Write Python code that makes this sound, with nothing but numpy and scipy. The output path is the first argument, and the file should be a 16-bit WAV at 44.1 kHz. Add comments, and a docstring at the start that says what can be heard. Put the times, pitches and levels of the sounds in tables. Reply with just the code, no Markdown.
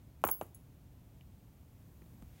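"""A large cardboard box is struck by a small falling metal object, which tumbles, bounces and settles.
Each impact flexes the panel, launches a dispersive bending wave and excites the box's damped modes.
The contacts click, and the metal clinks in free vibration at four very high partials.
A quiet carpeted room adds short reverberation. Faint handling ticks and bumps follow,
and a low rumble and a fine hiss lie under everything."""
import sys
import numpy as np
from scipy import signal
from scipy.fft import rfft, irfft
from scipy.io import wavfile

SR = 44100
rng = np.random.default_rng(int(sys.argv[2]) if len(sys.argv) > 2 else 0)


def generate_wav(signal):
    """Clip the signal to [-1, 1] and save it as 16-bit WAV at the path in sys.argv[1]."""
    frames = np.transpose(np.atleast_2d(signal))
    scaled = np.clip(frames, -1, 1) * 32767
    pcm = np.round(scaled).astype(np.int16)
    wavfile.write(sys.argv[1], SR, pcm)


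N = 105840
T = np.arange(N) / SR


# Impacts on the panel: (time [s], level [dB], lower flex edge [Hz], upper flex edge [Hz],
# bending wave [dB], snap [dB], ringing [dB], click level [dB], click tilt [dB/octave])
KNOCKS = [ (0.2392, -1.5, 638, 1230, 8.5, -3, -0.5, -30, -2),
          (0.269, -20, 795, 1550, -7, -6, 1.5, -43, -3.5),
          (0.2883, -15.5, 780, 1620, 0, -4.5, 6, -34, -0.5),
          (.4123, -9, 558, 1000, 8.5, -10, -5, -42, -4.5), ]
def box_knocks():
    """Impulse response: each blow gives a superposition of flex, snap, bending wave and ringing."""
    flex_db, snap_band_hz, notch_hz = 18.5, [2100, 3110], 1800
    impulse = signal.unit_impulse(N)
    snap = filtered(impulse, snap_band_hz, "band", order=3)
    bending = bending_wave()
    out = 0
    for s, db, low_hz, high_hz, bend_db, snap_db, ring_db, _, _ in KNOCKS:
        flex = filtered(impulse, [low_hz, high_hz], "band")
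        flex = from_db(flex_db) * filtered(flex, high_hz, "low")
        chirp = from_db(bend_db) * filtered(bending, .63 * high_hz, "low")
        body = from_db(ring_db) * filtered(box_resonance(), 2.9 * high_hz, "low")
        out = out + from_db(db) * at(s, flex + from_db(snap_db) * snap + chirp + body)
    out = signal.lfilter(*signal.iirnotch(notch_hz, Q=11, fs=SR), out)
    return out + from_db(-17.5) * reverberation(out)


def bending_wave():
    """Dispersion: low tones travel slowest, so each echo from the panel's edge is a falling chirp."""
    trip_at_1khz_s, kept_per_trip = .00614, .25
    hz = np.fft.rfftfreq(N, 1 / SR)
    round_trip = np.exp(-4j * np.pi * trip_at_1khz_s * np.sqrt(1000 * hz))
    echoes = irfft(round_trip / (1 - kept_per_trip * round_trip), N)  # geometric series of trips
    return filtered(echoes, 70, "high", order=1)


# Natural frequencies of the box: (frequency [Hz])
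BOX_HZ = [351, 479, 620, 785, 988, 1110, 1332, 1537, 2020, 2385]
# Strength and damping of the same modes: (relative level [dB], t60 [s])
BOX_MODES = [(-42.5, 0.19), (-55, .13), (-44.5, .1), (-44.5, 0.086), (-51.5, 0.061), (-46, .11),
             (-40.5, .07), (-47.5, .06), (-45, .035), (-55, 0.032)]
# Spectrum of the cardboard's flutter: (frequency [Hz], relative density [dB])
FLUTTER_SPECTRUM = [(250, -7.5), (450, -4), (650, 6), (1400, 3), (1800, -12.5), (2400, -9.5), (3100, -11.5),
                    (3800, -21.5), (8000, -33)]
def box_resonance():
    """Modal superposition: the hollow box rings in damped modes over a dense, noise-like flutter."""
    modes = sum((-1) ** k * from_db(db) * ring(BOX_HZ[k], t60) for k, (db, t60) in enumerate(BOX_MODES))
    flutter = from_db(-24) * noise(FLUTTER_SPECTRUM) * decay(t60=.043)
    return modes + flutter


# Natural frequencies of the metal object: (frequency [Hz])
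METAL_HZ = [10518, 11672, 13826, 15652]
# Decay of the same partials: (base t60 [s], share sent into the room [dB])
METAL_MODES = [(.11, -14.5), (.045, -10.5), (.09, -16.5), (.18, -22.5)]
# Contacts that ring the metal: (time [s], click level [dB], click tilt [dB/octave],
# t60 factor [ratio], levels of the four partials from low to high [dB])
CLINKS = [(0.2506, -25, 6.8, 1, -46, -33, -39, -35), (0.2751, -28, 1.5, 0.97, -53.5, -30, -44, -60),
          (0.2974, -33, 3.1, 1, -43, -56, -49, -65), (0.3133, -34, 2.1, 0.77, -49, -22, -65, -27),
          (0.427, -54, 2.2, 0.39, -55, -80, -54, -70), (0.5465, -52.5, 0.85, 0.59, -50.5, -49.5, -81, -59)]
# Weak lower overtones, each excited by one clink: (time [s], frequency [Hz], level [dB], t60 [s])
OVERTONES = [(.3135, 4900, -59.5, 0.21), (.5462, 8030, -67, .11), (0.5475, 6700, -63.5, 0.072)]
def metal_clinks():
    """Energy addition: each clink feeds the freely decaying partials in a different balance."""
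    attack_s = .0003
    pole = np.exp(-1 / (attack_s * SR))
    out = sum(at(s, from_db(db) * ring(hz, t60)) for s, hz, db, t60 in OVERTONES)
    for k, (t60, room_db) in enumerate(METAL_MODES):
        energy = sum(at(s, from_db(levels[k]) * decay(t60 * factor)) ** 2
                     for s, _, _, factor, *levels in CLINKS)
        envelope = signal.lfilter([1 - pole], [1, -pole], np.sqrt(energy) + 1e-18)
        partial = envelope * np.sin(2 * np.pi * METAL_HZ[k] * T)
        out = out + partial + from_db(room_db) * reverberation(partial)
    return out


# Light contacts that do not ring: (time [s], click level [dB], click tilt [dB/octave])
TOUCHES = [(.2175, -57.5, -6.5), (.3288, -55, 14), (.4172, -48, 3), (.4332, -47, 6), (.4655, -55, 4)]
# Spectrum of a click before its tilt: (frequency [Hz], relative density [dB])
CLICK_SPECTRUM = [(2000, -6), (4500, -33.5), (6000, -10), (7000, -2), (8300, -14), (9500, -2.5),
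                  (12500, -3.5), (16000, 0)]
def contact_clicks():
    """Broadband transients: each brief contact gives a bright crack, then a patter of reflections."""
    contacts = [(s, db, tilt) for s, *_, db, tilt in KNOCKS]
    contacts += [(s, db, tilt) for s, db, tilt, *_ in CLINKS] + list(TOUCHES)
    bursts = [(s, from_db(db) * noise(CLICK_SPECTRUM, tilt)) for s, db, tilt in contacts]
    cracks = sum(at(s, burst * decay(t60=.0049)) for s, burst in bursts)
    tails = sum(at(s, burst * decay(t60=.053)) for s, burst in bursts)
    reflections = from_db(-18) * tails + from_db(-6) * reverberation(cracks)
    return cracks + grain(spread_db=.5) * reflections


# Faint ticks: (time [s], level [dB], centre frequency [Hz], t60 [s])
TICKS = [(1.2096, -50.5, 2600, 0.013), (2.018, -68, 2100, 0.044), (2.2251, -57.5, 8100, 0.0035)]
# Soft bumps: (time [s], level [dB])
BUMPS = [(2.020, -47.5), (2.062, -57), (2.134, -52.5), (2.2244, -46.5)]
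# Spectrum of a bump: (frequency [Hz], relative density [dB])
BUMP_SPECTRUM = [(100, 3.5), (270, 5), (450, -13), (1200, -24)]
# Spectrum of the rubbing: (frequency [Hz], relative density [dB])
RUB_SPECTRUM = [(1000, -13), (2200, -0.5), (3200, -1.5), (4500, -6.5), (9000, -10)]
# Envelope of the rubbing: (time [s], level [dB])
RUB_LEVEL = [(2.25, -81), (2.33, -75.5), (2.39, -71)]
def handling():
    """Friction and light impact: the handled box ticks, bumps and, at the end, rubs softly."""
    out = noise(RUB_SPECTRUM) * level_curve(RUB_LEVEL)
    tick_width_octaves = .44
    edge_ratio = 2 ** (tick_width_octaves / 2)
    for s, db, hz, t60 in TICKS:
        tick = filtered(rng.standard_normal(N), [hz / edge_ratio, hz * edge_ratio], "band")
        out = out + at(s, from_db(db) * tick / tick.std() * decay(t60))
    return out + sum(at(s, from_db(db) * noise(BUMP_SPECTRUM) * decay(t60=.05)) for s, db in BUMPS)


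def reverberation(x):
    """Convolution: nearby surfaces return a decaying train of reflections of uneven strength."""
    delay_s, spread_db = .008, 1.5
    uneven = from_db(spread_db * np.clip(rng.standard_normal(N), -2, 2))
    tail = at(delay_s, rng.standard_normal(N) * uneven * decay(t60=.28))
    return signal.fftconvolve(x, tail / np.linalg.norm(tail))[:N]


# Spectrum of the room's noise floor: (frequency [Hz], relative density [dB])
FLOOR_SPECTRUM = [(30, -13), (42, -2), (70, -0.5), (115, 0), (160, -5.5), (200, -9), (280, -12.5),
                  (390, -21.5), (700, -25), (1350, -34.5), (3000, -43.5), (5000, -45), (6500, -43),
                  (10000, -43.5), (12000, -39), (15500, -38)]
# Envelope of its low band: (time [s], gain [dB])
RUMBLE_GAIN = [(0, -57), (.8, -57), (1.7, -57.5), (2.2, -55.5), (2.4, -57)]
# Envelope of its high band: (time [s], gain [dB])
HISS_GAIN = [(0, -56.5), (.8, -56.5), (1.7, -55.5), (2.2, -52), (2.4, -53.5)]
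def background():
    """Ambient noise in complementary bands: rumble and hiss swell a little towards the end."""
    air = noise(FLOOR_SPECTRUM)
    rumble = filtered(air, 1800, "low", order=1)
    hiss = air - rumble
    return rumble * level_curve(RUMBLE_GAIN) + hiss * level_curve(HISS_GAIN)


def from_db(db):
    """Amplitude ratio of a level in decibels."""
    return 10 ** (np.asarray(db) / 20)


def level_curve(points):
    """Amplitude envelope interpolated through (time [s], level [dB]) points."""
    return from_db(np.interp(T, *np.transpose(points)))


def decay(t60):
    """Exponential damping: a fall of 60 dB in t60 seconds."""
    return from_db(-60 * T / t60)


def ring(hz, t60):
    """Free vibration of one damped mode of unit amplitude."""
    return np.sin(2 * np.pi * hz * T) * decay(t60)


def at(s, sound):
    """Time delay of s seconds."""
    return np.concatenate([np.zeros(int(s * SR)), sound])[:N]


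def filtered(x, hz, kind, order=2):
    """Causal filtering with a maximally flat passband."""
    return signal.sosfilt(signal.butter(order, hz, kind, fs=SR, output="sos"), x + 1e-18)


def noise(spectrum, tilt_db=0):
    """Spectral shaping: noise of rms 1 with the given spectrum, tilted by tilt_db per octave."""
    hz, db = np.transpose(spectrum)
    octave = np.log2(np.maximum(np.fft.rfftfreq(N, 1 / SR), 1))
    knots = np.log2(hz)
    octaves_outside = np.abs(octave - np.clip(octave, knots[0], knots[-1]))
    shape_db = np.interp(octave, knots, db) + tilt_db * octave - 20 * octaves_outside
    x = irfft(rfft(rng.standard_normal(N)) * from_db(shape_db), N)
    return x / x.std()


def grain(spread_db, step_samples=30):
    """Random amplitude modulation: a rapidly flickering gain of rms 1."""
    steps = from_db(spread_db * np.clip(rng.standard_normal(N // step_samples + 1), -2, 2))
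    gain = np.interp(np.arange(N) / step_samples, np.arange(len(steps)), steps)
    return gain / np.sqrt(np.mean(gain ** 2))


def scene():
    """Linear superposition: all sources add in one channel."""
    return (box_knocks() + contact_clicks() + metal_clinks() + handling() + background())[None]


def record(dry):
    """Band limiting: the deepest bass is lost and the top is cut steeply."""
    low_cut_hz, high_cut_hz = 28, 16000
    thinned = filtered(dry, low_cut_hz, "high", order=3)
    return signal.sosfilt(signal.ellip(10, .1, 80, high_cut_hz, fs=SR, output="sos"), thinned)


dry = scene()
out = record(dry)
generate_wav(out)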